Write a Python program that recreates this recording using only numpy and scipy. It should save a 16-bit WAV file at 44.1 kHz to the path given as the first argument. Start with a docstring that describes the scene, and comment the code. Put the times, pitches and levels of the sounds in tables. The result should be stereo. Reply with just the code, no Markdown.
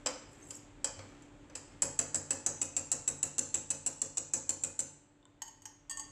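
"""A wire whisk loaded with chocolate mixture is rapped twenty times on a steel saucepan's rim: modal ringing and noise.
Before that it stirs the thick mixture and now and then knocks the wall: shaped noise, pops, gliding squeaks and modes.
At the end it is laid clinking into a china bowl, as two sets of damped modes and a buzz.
The small kitchen answers with decaying noise echoes; an appliance hums, in wavering sines, under noisy room air."""
import sys
import numpy as np
from scipy import signal
from scipy.fft import rfft, irfft, next_fast_len
from scipy.io import wavfile
from scipy.ndimage import map_coordinates

SR = 44100
rng = np.random.default_rng(int(sys.argv[2]) if len(sys.argv) > 2 else 0)


def file_out(sig):
    """Save sig as 16-bit WAV at sys.argv[1]."""
    # one column per channel
    cols = np.atleast_2d(sig).T
    # limit, then scale
    lim = np.clip(cols, -1, 1)
    pcm = np.round(lim * 32767).astype(np.int16)
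    wavfile.write(sys.argv[1], SR, pcm)


N = 269451

# Modes of the pan struck from inside, low on its wall.
# Each row: frequency in Hz, relative level in dB, decay time t60 in s.
INSIDE_MODES = [(853, -12, 0.15), (1183, -8, 0.044), (1560, -7.5, .025), (1733, -3, 0.025),
                (2120, -12.5, .02), (2560, -5.5, 0.027), (3026, 4, 0.016), (3090, 0.5, 0.021),
                (3240, -5.5, 0.055), (3960, -6, .02), (4340, -7, .025), (4735, 1, 0.037), (5000, 1, 0.034),
                (5235, 6, 0.017), (5940, 0.5, 0.029)]
RIM_PAN_DB, STIR_PAN_DB, BOWL_PAN_DB = 0.5, 2, 1  # left minus right at each place
DRAG_START_S, DRAG_END_S = .3, .56  # one stroke drags along the wall


def amp(db):
    """Level is logarithmic: decibels to amplitude gain."""
    return 10 ** (np.asarray(db) / 20)


def unit(x):
    """Mean power normalisation: scale to rms 1."""
    return x / np.sqrt(np.mean(x ** 2) + 1e-20)


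def unit_attack(x):
    """Onset power normalisation: scale a blow so that its first 30 ms have rms 1."""
    onset = x[..., :round(.03 * SR)]
    return x / np.sqrt(np.mean(onset ** 2) + 1e-20)


def along(points, hz, axis=1):
    """Logarithmic frequency scale: read one column of (Hz, ..) points by interpolation."""
    table = np.transpose(points)
    return np.interp(np.log(hz + 1), np.log(table[0] + 1), table[axis])


def curves(rows):
    """Linear interpolation in time: one value per sample for each column after the time."""
    s, *cols = np.transpose(rows)
    return [np.interp(np.arange(N) / SR, s, c) for c in cols]


def wobble(rate):
    """Band-limited fluctuation: a smooth random curve through rate knots a second."""
    knots = rng.standard_normal(int(N * rate / SR) + 4)
    return map_coordinates(knots, [np.arange(N) * rate / SR])


def filtered(x, response):
    """Linear filtering: multiply the spectrum of x by a response of frequency."""
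    n = x.shape[-1]
    m = next_fast_len(n + SR // 10)
    spectrum = rfft(x, m) * response(np.fft.rfftfreq(m, 1 / SR))
    return irfft(spectrum, m)[..., :n]


def coloured(x, spectrum):
    """Spectral shaping: x filtered by a (Hz, dB) curve, at rms 1."""
    return unit(filtered(x, lambda hz: amp(along(spectrum, hz))))


def diffuse(pair):
    """Diffuse-field coherence: two unrelated signals become ears alike in the bass, apart in the treble."""
    # Likeness of left and right. Each row: frequency in Hz, correlation from 0 to 1.
    likeness = [(100, 0.95), (500, 0.95), (1200, 0.93), (2500, 0.6), (7000, 0.072)]

    def mid_side_gains(hz):
        turn = np.arccos(np.clip(along(likeness, hz), -1, 1)) / 2
        return np.array([np.cos(turn), np.sin(turn)])

    mid, side = filtered(pair, mid_side_gains)
    return np.array([mid + side, mid - side])


def add(track, s, sound):
    """Superposition: mix a sound into the track at time s."""
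    part = track[:, max(round(s * SR), 0):][:, :sound.shape[-1]]
    part += sound[..., :part.shape[-1]]


def ring(modes, t, scatter_db, detune, spread):
    """Modal synthesis: decaying sines with new strengths, tuning and phase between the ears for each blow."""
    hz, db, t60 = np.transpose(modes)[:, :, None]
    size, shift, lag, start = rng.standard_normal((4, len(modes), 1))
    fade = amp(db + scatter_db * size - 60 * t / t60)
    phase = 2 * np.pi * (hz * (1 + detune * shift) * t + start)
    # each mode takes about one cycle to start
    onset = 1 - np.exp(-(t * hz) ** 2)
    return np.array([np.sum(onset * fade * np.sin(phase + ear * spread * lag), 0) for ear in (-1, 1)])


def chatter(t, rebound, rebound_db, cluster_s, rattle_db, rattle_t60, count=40):
    """Impulsive contact force: the loops land one after another, rebound once, and rattle as they die out."""
    force = np.zeros(len(t))
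    for s, db in ((0, 0), (rebound, rebound_db)):
        later = np.array([0, 1, 2, 3, 4.5]) * cluster_s * rng.uniform(.75, 1.25, 5)
        landing = (abs(s + later) * SR).astype(int)
        np.add.at(force, landing, amp(db - 2.2 * np.arange(5)))
    late = rng.uniform(0, .05, count)
    rattle = amp(rattle_db - 60 * late / rattle_t60) * rng.standard_normal(count)
    np.add.at(force, (late * SR).astype(int), rattle)
    return force


def driven(force, response):
    """Convolution principle: a body's response to a force."""
    return signal.fftconvolve(np.atleast_2d(response), force[None], axes=1)[:, :len(force)]


def in_kitchen(sound):
    """Reverberation: add the room's diffuse answer, with its own level and decay at each frequency."""
    # Each row: frequency in Hz, reverberation time t60 in s, relative echo level in dB.
    room = [(98, 0.95, -5), (296, 0.25, 3), (530, 0.44, -1), (1200, 0.54, 0), (3000, 0.68, -5.5),
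            (6850, 0.44, -1.5), (7870, 0.55, -10.5), (10400, 0.37, -8), (15000, 0.17, -5.5)]
    noise = diffuse(rng.standard_normal((2, SR * 2 // 3)))
    hz, t, z = signal.stft(noise, SR, nperseg=256)
    t60 = along(room, hz)[:, None]
    gain = amp(along(room, hz, axis=2))[:, None]
    # a longer decay starts lower, so that its energy does not grow with t60
    level = gain * np.sqrt(np.log(10 ** 6) / (t60 * SR))
    build_up = 1 - np.exp(-t / .006)
    shape = level * amp(-60 * t / t60) * build_up
    response = signal.istft(z * shape, SR, nperseg=256)[1]
    echo = signal.fftconvolve(sound, response, axes=1)
    add(echo, 0, sound)
    return echo


def panned(sound, db):
    """Interaural level difference: place a sound by left minus right in dB."""
    return sound * amp([[db / 2], [-db / 2]])


# pan wall, dead knock and counter boom, relative to the wires; then what a whisk full of mixture adds to each
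RIM_WALL_DB, RIM_KNOCK_DB, RIM_BOOM_DB = -19, -20, -22
LOAD_WALL_DB, LOAD_KNOCK_DB, LOAD_BOOM_DB = 3, 4, 2.5
SHED_S = .8  # time from the first rap until the load is down to 1/e
REBOUND_S, REBOUND_SCATTER = 0.01, .15  # typical flight of the loops; its logarithmic spread from rap to rap
RIM_CLATTER_DB = -11  # dense higher pan modes, relative to the clang
# low wall modes while the loaded whisk lands partly inside the rim; their loss once it is light
LOW_HIT_DB, LOW_HIT_FADE_DB = 2, 25.5


def taps():
    """Impact with falling mass: raps on the rim lose pan wall, knock and boom as the mixture drops off."""
    # Each row: start in seconds, strength in dB, brightness (0.7 dB per kHz each), rebound in dB.
    raps = [(1.8202, -28, 3, -8.5), (1.9903, -29, -6.5, -14), (2.1451, -31, -2.5, -4),
            (2.3065, -30, -4, -14.5), (2.4631, -29, -7.5, -10.5), (2.6152, -31.5, -7.5, -4),
            (2.7656, -31, -9, -6), (2.9167, -30, -4.5, -3.5), (3.077, -30, -2, -7),
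            (3.2295, -30.5, -1.5, -11), (3.3822, -29.5, -1.5, 2.5), (3.543, -30, -3, -4.5),
            (3.7037, -31, -4.5, -9), (3.8629, -31.5, -4, -1.5), (4.0167, -33, -4, -13),
            (4.1718, -33, -7, 1.5), (4.3356, -30, -4.5, -11.5), (4.4925, -31, -3, -6),
            (4.6364, -32.5, -4, -4), (4.792, -32.5, -2.5, -2.5)]
    # Wall of the filled pan. Each row: frequency in Hz, relative level in dB, decay time t60 in s.
    wall_modes = [(2035, -35, .025), (2529, 2.5, 0.027), (2760, 3.5, 0.018), (2977, -4.5, 0.022),
                  (3460, -12.5, 0.019), (3770, 2.5, 0.014), (4050, -7, 0.051), (4350, 3.5, 0.01),
                  (5100, -15.5, 0.067)]
    # Dead knock. Each row: frequency in Hz, relative density in dB per Hz.
    knock_spectrum = [(20, -15.5), (45, -2.5), (120, -0.5), (195, 0), (280, 3.5), (550, -0.5), (800, 1),
                      (1200, -4.5), (1750, -3), (2300, -7.5), (4000, -26.5)]
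    out = np.zeros((2, N))
    for s, db, bright, rebound_db in raps:
        load = np.exp(-((s - raps[0][0]) / SHED_S) ** 4)
        wall_db = db + RIM_WALL_DB + LOAD_WALL_DB * load
        knock_db = db + RIM_KNOCK_DB + LOAD_KNOCK_DB * load
        low_db = LOW_HIT_DB - LOW_HIT_FADE_DB * (1 - load)
        modes = wall_modes + [(hz, level + low_db, t60) for hz, level, t60 in INSIDE_MODES]
        rebound_s = REBOUND_S * np.exp(REBOUND_SCATTER * rng.uniform(-1.3, 1))
        blow = strike(db, wall_db, knock_db, bright, rebound_s, rebound_db,
                      modes, RIM_CLATTER_DB, knock_spectrum)
        add(out, s, in_kitchen(panned(blow, RIM_PAN_DB)))
        add(out, s, boom(db + RIM_BOOM_DB + LOAD_BOOM_DB * load))
    return out


def strike(wire_db, wall_db, knock_db, bright, rebound_s, rebound_db, wall_modes, clatter_db, knock_spectrum):
    """Forced modal response: one chattering force excites wires and wall; the full pan gives a dead knock."""
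    # Wire loops damped by the mixture. Each row: frequency in Hz, relative level in dB, decay time t60 in s.
    wire_modes = [(6020, -17.5, 0.026), (6100, -23.5, 0.013), (6560, -20, 0.02), (6840, -12.5, 0.017),
                  (7390, 0, 0.013), (7445, 0, 0.012), (7763, 0.5, 0.025), (7930, -5.5, 0.02),
                  (8600, -11.5, .01), (9090, -10, .01), (9900, -13.5, 0.0086)]
    # Crack of the contacts. Each row: frequency in Hz, relative density in dB per Hz.
    crack_spectrum = [(1500, -36.5), (5000, -3.5), (7500, 13), (9400, 4), (10800, -16), (14500, -20.5),
                      (16000, -39.5)]
    # The pan's many short-lived higher modes. Each row: frequency in Hz, relative density in dB per Hz.
    clatter_spectrum = [(900, -25), (1700, -7.5), (2300, -17), (3000, 8.5), (3500, 0.5), (4500, 5.5),
                        (5600, -5), (7000, -19), (12000, -50.5)]
    t = np.arange(SR // 7) / SR
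    force = chatter(t, rebound_s, rebound_db, cluster_s=.0012, rattle_db=-14.5, rattle_t60=0.22)
    # a harder contact favours the higher wire modes
    loops = [(hz, db + 0.7 * bright * (hz - 7400) / 1000, t60) for hz, db, t60 in wire_modes]
    wires = unit_attack(driven(force, ring(loops, t, scatter_db=1.5, detune=.006, spread=0.51)))
    # each contact also makes a brief broad crack
    contact = np.sqrt(abs(driven(force ** 2, amp(-120 * t / 0.03))))
    crack_noise = coloured(diffuse(rng.standard_normal((2, len(t)))), crack_spectrum)
    crack = unit_attack(contact * crack_noise)
    clang = unit_attack(driven(force, ring(wall_modes, t, scatter_db=3, detune=0.0063, spread=0.64)))
    clatter_noise = coloured(diffuse(rng.standard_normal((2, len(t)))), clatter_spectrum)
    clatter = unit_attack(clatter_noise * amp(-60 * t / 0.066))
    wall = unit_attack(clang + amp(clatter_db) * clatter)
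    knock_noise = coloured(diffuse(rng.standard_normal((2, len(t)))), knock_spectrum)
    knock = unit_attack(knock_noise * amp(-60 * t / 0.18))
    return amp(wire_db) * (wires + amp(-7.5) * crack) + amp(wall_db) * wall + amp(knock_db) * knock


def boom(db):
    """Structure-borne sound: the pan passes a blow to the counter, whose bass resonances swell only afterwards."""
    # Counter and kitchen resonances. Each row: frequency in Hz, relative level in dB, decay time t60 in s.
    bass_modes = [(91, 0.5, 0.54), (145.5, -2, 0.82), (242.6, -0.5, 0.4), (270.3, 1.5, 0.37),
                  (320.8, -3, .45), (469, -1, 0.46), (521, 5, 0.29), (552, 4, 0.36), (870, -9.5, 0.97)]
    t = np.arange(SR * 2 // 3) / SR
    resonance = ring(bass_modes, t, scatter_db=1.5, detune=.004, spread=.1)
    swell = 1 - np.exp(-(t / 0.023) ** 2)
    return amp(db) * swell * resonance


# wires and bottom knock relative to the wall, with the whisk clear of the mixture
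CLEAR_WIRE_DB, CLEAR_KNOCK_DB = 11, -8.5
# their change at depth 1, and the brightness there (0.7 dB per kHz each)
DEEP_WIRE_DB, DEEP_KNOCK_DB, DEEP_BRIGHT = -13.5, 13, -20
STIR_BOOM_DB, STIR_REBOUND_S = -25.5, 0.0081  # counter boom relative to the wall; flight before the rebound
STIR_CLATTER_DB = -10  # dense higher pan modes, relative to the clang


def stir_knocks():
    """Viscous damping: the deeper the whisk hits the pan, the duller the wires and the stronger the bottom's knock."""
    # Each row: start in seconds, wall strength in dB, depth in the mixture from 0 to 1, rebound in dB.
    knocks = [(0.0608, -37.5, 0.54, 3), (0.5068, -55, 0.11, -26), (0.8438, -41, 0.21, -11),
              (0.9913, -56.5, 0.97, -22), (1.2222, -72, 0.3, -12.5), (1.4983, -65.5, 1, -18.5),
              (1.553, -49, 0.14, -17)]
    # Knock of the mixture-filled bottom. Each row: frequency in Hz, relative density in dB per Hz.
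    bottom_spectrum = [(30, -25), (170, -30.5), (270, 11), (390, -9), (520, 12.5), (720, -3), (1200, 1),
                       (1800, -5.5), (2400, -0.5), (4000, -37)]
    out = np.zeros((2, N))
    for s, db, depth, rebound_db in knocks:
        wire_db = db + CLEAR_WIRE_DB + DEEP_WIRE_DB * depth
        knock_db = db + CLEAR_KNOCK_DB + DEEP_KNOCK_DB * depth
        blow = strike(wire_db, db, knock_db, DEEP_BRIGHT * depth, STIR_REBOUND_S, rebound_db,
                      INSIDE_MODES, STIR_CLATTER_DB, bottom_spectrum)
        add(out, s, in_kitchen(panned(blow, STIR_PAN_DB)))
        add(out, s, boom(db + STIR_BOOM_DB))
    return out


STROKE_FADE_DB_PER_S = 49  # a stroke swells and fades at this rate around its fastest point
RUB_DB = -14.5  # gain of the light rubbing on the steel, relative to the stroke
DRAG_DB, DRAG_SWELL_DB, DRAG_EDGE_S = -52.5, 18, 0.031  # drag gain at its end; growth; time to meet or leave the wall


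def stirring(pops_per_s=160):
    """Friction and bursting films: sticky pops and nut pieces crackle; the wires rub the steel and once drag on it."""
    # Each row: time of the fastest point in seconds, stroke gain in dB.
    strokes = [(0, -61), (.42, -63.5), (1.09, -60), (1.74, -65)]
    # Spectra of mixture and of wire on steel. Each row: frequency in Hz, relative density in dB per Hz.
    squelch_spectrum = [(60, -19), (110, -3.5), (300, 4.5), (700, -9.5), (1200, -9.5), (2400, -9.5),
                        (3300, -15), (5000, -19.5), (7600, -14), (9000, -31.5), (14000, -51)]
    scrape_spectrum = [(3000, -36), (5200, -14.5), (5900, -13.5), (6600, -13), (7600, 10), (8500, -9.5),
                       (9600, -13.5), (11000, -15), (14500, -27), (16000, -45.5)]
    t = np.arange(N) / SR
    effort = sum(amp(db - STROKE_FADE_DB_PER_S * abs(t - s)) for s, db in strokes)
    pops = (rng.random(N) < pops_per_s / SR) * rng.standard_normal(N)
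    smear = diffuse(rng.standard_normal((2, N))) * amp(3.1 * wobble(25))
    squelch = effort * coloured(.5 * unit(pops) + smear, squelch_spectrum)
    edges = np.minimum(t - DRAG_START_S, DRAG_END_S - t) / DRAG_EDGE_S
    touching = np.clip(1 + edges, 0, 1)
    still_to_grow = np.interp(t, [DRAG_START_S, DRAG_END_S], [1, 0])
    drag = touching * amp(DRAG_DB - DRAG_SWELL_DB * still_to_grow)
    # the wires catch and slip hundreds of times a second
    grain = amp(3.5 * wobble(300) + 1.5 * wobble(40))
    rubbing = amp(RUB_DB) * effort + drag
    scrape = rubbing * grain * coloured(rng.standard_normal((2, N)), scrape_spectrum)
    return in_kitchen(squelch + scrape)[:, :N]


SQUEAK_LOW_HZ, SQUEAK_HIGH_HZ, SQUEAK_GLIDE = 5170, 8350, .03  # range of starting pitches; share by which each rises
SQUEAK_S, SQUEAK_DB = .032, -62.5  # length; typical peak gain before panning


def squeaks(count=9):
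    """Stick-slip oscillation: short, unsteady rising whistles of the wires, more frequent late in the drag."""
    out, n = np.zeros((2, N)), round(SQUEAK_S * SR)
    for when, pitch in rng.random((count, 2)):
        s = DRAG_START_S + (DRAG_END_S - DRAG_START_S) * np.sqrt(when)
        start_hz = SQUEAK_LOW_HZ * (SQUEAK_HIGH_HZ / SQUEAK_LOW_HZ) ** pitch
        glide = np.linspace(1, 1 + SQUEAK_GLIDE, n)
        hz = start_hz * glide * (1 + 0.015 * wobble(960)[:n])
        level = amp(SQUEAK_DB + 8.3 * wobble(234)[:n]) * np.hanning(n)
        add(out, s, level * np.sin(2 * np.pi * np.cumsum(hz) / SR))
    return in_kitchen(panned(out, STIR_PAN_DB))[:, :N]


def clinks():
    """Coupled impact: the whisk drops into the bowl and rocks, its wires buzzing and the china ringing."""
    # Each row: start in seconds, strength in dB, gain of the bowl ring relative to it in dB.
    touches = [(5.419, -44.5, -28), (5.4793, -60.5, -13.5), (5.62, -65, -15), (5.655, -50, -25),
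               (5.8964, -51, -5), (5.91, -51.5, -3.5), (5.9722, -51.5, -7.5), (5.996, -49, -7)]
    # Free whisk, then china bowl. Each row: frequency in Hz, relative level in dB, decay time t60 in s.
    whisk_modes = [(876, -4, 0.086), (972, -13, 0.062), (1090, -9, 0.038), (1848, -5.5, 0.04),
                   (2110, -7.5, 0.027), (3030, -1.5, 0.046), (3220, -15, 0.032), (4640, -9, 0.09),
                   (5200, -6, 0.021), (5850, -16, 0.028), (6630, 6, 0.065), (6680, -4.5, 0.064),
                   (7100, -3, 0.029), (7570, 5.5, 0.036), (8000, -8, 0.043), (8800, -22, .03),
                   (9500, -24, 0.022), (11700, -13.5, 0.067), (12400, -15, .03), (13700, -16, .03)]
    bowl_modes = [(1110, -0.5, 0.28), (1817, 2, 0.29), (1845, -9, .3), (2830, -2, 0.18), (3160, -2, 0.14),
                  (3320, -3, 0.18), (4680, 2.5, 0.17), (4630, 0, 0.27), (5750, -10, .2), (6525, 11, 0.17),
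                  (6830, 11, 0.12), (7440, 9, 0.094), (8000, 18, 0.084), (8600, 9.5, .1), (8651, -2, .15),
                  (8820, 1, 0.12), (11100, -5, .15)]
    out, t = np.zeros((2, N)), np.arange(SR // 2) / SR
    for s, db, bowl_db in touches:
        whisk = unit_attack(ring(whisk_modes, t, scatter_db=1.5, detune=.004, spread=.4))
        bowl = ring(bowl_modes, t, scatter_db=2.5, detune=.003, spread=.4)
        force = chatter(t, rebound=.005, rebound_db=-4.5, cluster_s=0.001, rattle_db=-14, rattle_t60=0.11)
        # the buzz is the whisk's ring cut short at each contact
        short_ring = ring(whisk_modes, t, scatter_db=2.0, detune=0.036, spread=0.57) * amp(-60 * t / 0.006)
        buzz = unit_attack(driven(force, short_ring))
        clink = whisk + amp(-0.5) * buzz + amp(bowl_db) * bowl
        add(out, s, in_kitchen(panned(amp(db) * clink, BOWL_PAN_DB)))
    return out


BUMP_S, BUMP_DB = 0.97, -42  # the pan rocks on the counter: start; typical gain


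def handling():
    """Free vibration: the pan rocks once in one bass mode; later the whisk handle ticks in the hand."""
    # Handle shifting in the grip. Each row: start in seconds, level in dB.
    shifts = [(5.228, -73), (5.254, -65.5)]
    # Each row: frequency in Hz, relative level in dB, decay time t60 in s.
    handle_modes = [(1075, -6.5, 0.05), (1510, -11.5, 0.024), (2950, -4, .025), (3540, -1, 0.02),
                    (7600, -1, 0.0087)]
    out, t = np.zeros((2, N)), np.arange(SR // 3) / SR
    rock = ring([(98.8, 0, 0.56)], t, scatter_db=2, detune=0, spread=0) * (1 - np.exp(-t / .006))
    add(out, BUMP_S, amp(BUMP_DB) * rock)
    for s, db in shifts:
        tick = unit_attack(ring(handle_modes, t, scatter_db=4.0, detune=0.018, spread=0.37))
        add(out, s, in_kitchen(amp(db) * tick))
    return out


def background():
    """Diffuse noise and tonal hum: kitchen air and the slightly unsteady hum of an appliance."""
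    # Each row: time in seconds, level of the air in dB; the hum follows its rises.
    air_level = [(0, -58.5), (1.7, -58.8), (5, -67), (5.8, -67), (6.1, -61.5)]
    # Each row: frequency in Hz, relative density in dB per Hz.
    air_spectrum = [(18, -24), (36, 8), (70, -8), (110, 1.5), (170, -9), (300, -2.5), (450, -10),
                    (800, -13.5), (1500, -17.5), (3200, -22), (5500, -32.5), (7600, -21.5), (9500, -43),
                    (15000, -63.5)]
    # Each row: frequency in Hz, typical peak level in dB while the background is at its quietest.
    hum_tones = [(100, -72.5), (150.5, -78), (290.5, -68), (581, -80), (883, -84)]
    level_db, = curves(air_level)
    t = np.arange(N) / SR
    hum = sum(amp(db + 0.67 * wobble(6.7)) * np.sin(2 * np.pi * hz * t + .5 * wobble(4.6))
              for hz, db in hum_tones)
    air = coloured(diffuse(rng.standard_normal((2, N))), air_spectrum)
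    return amp(level_db) * air + amp(level_db - np.min(level_db)) * hum


def scene():
    """Superposition of everything that sounds in the kitchen."""
    return taps() + stir_knocks() + stirring() + squeaks() + clinks() + handling() + background()


TOP_HZ = 15800  # half-amplitude point of the band limit


def record(dry):
    """Band limitation: a very steep low-pass removes the highest treble."""
    return filtered(dry, lambda hz: 1 / (1 + (hz / TOP_HZ) ** 120))


dry = scene()
out = record(dry)
file_out(out)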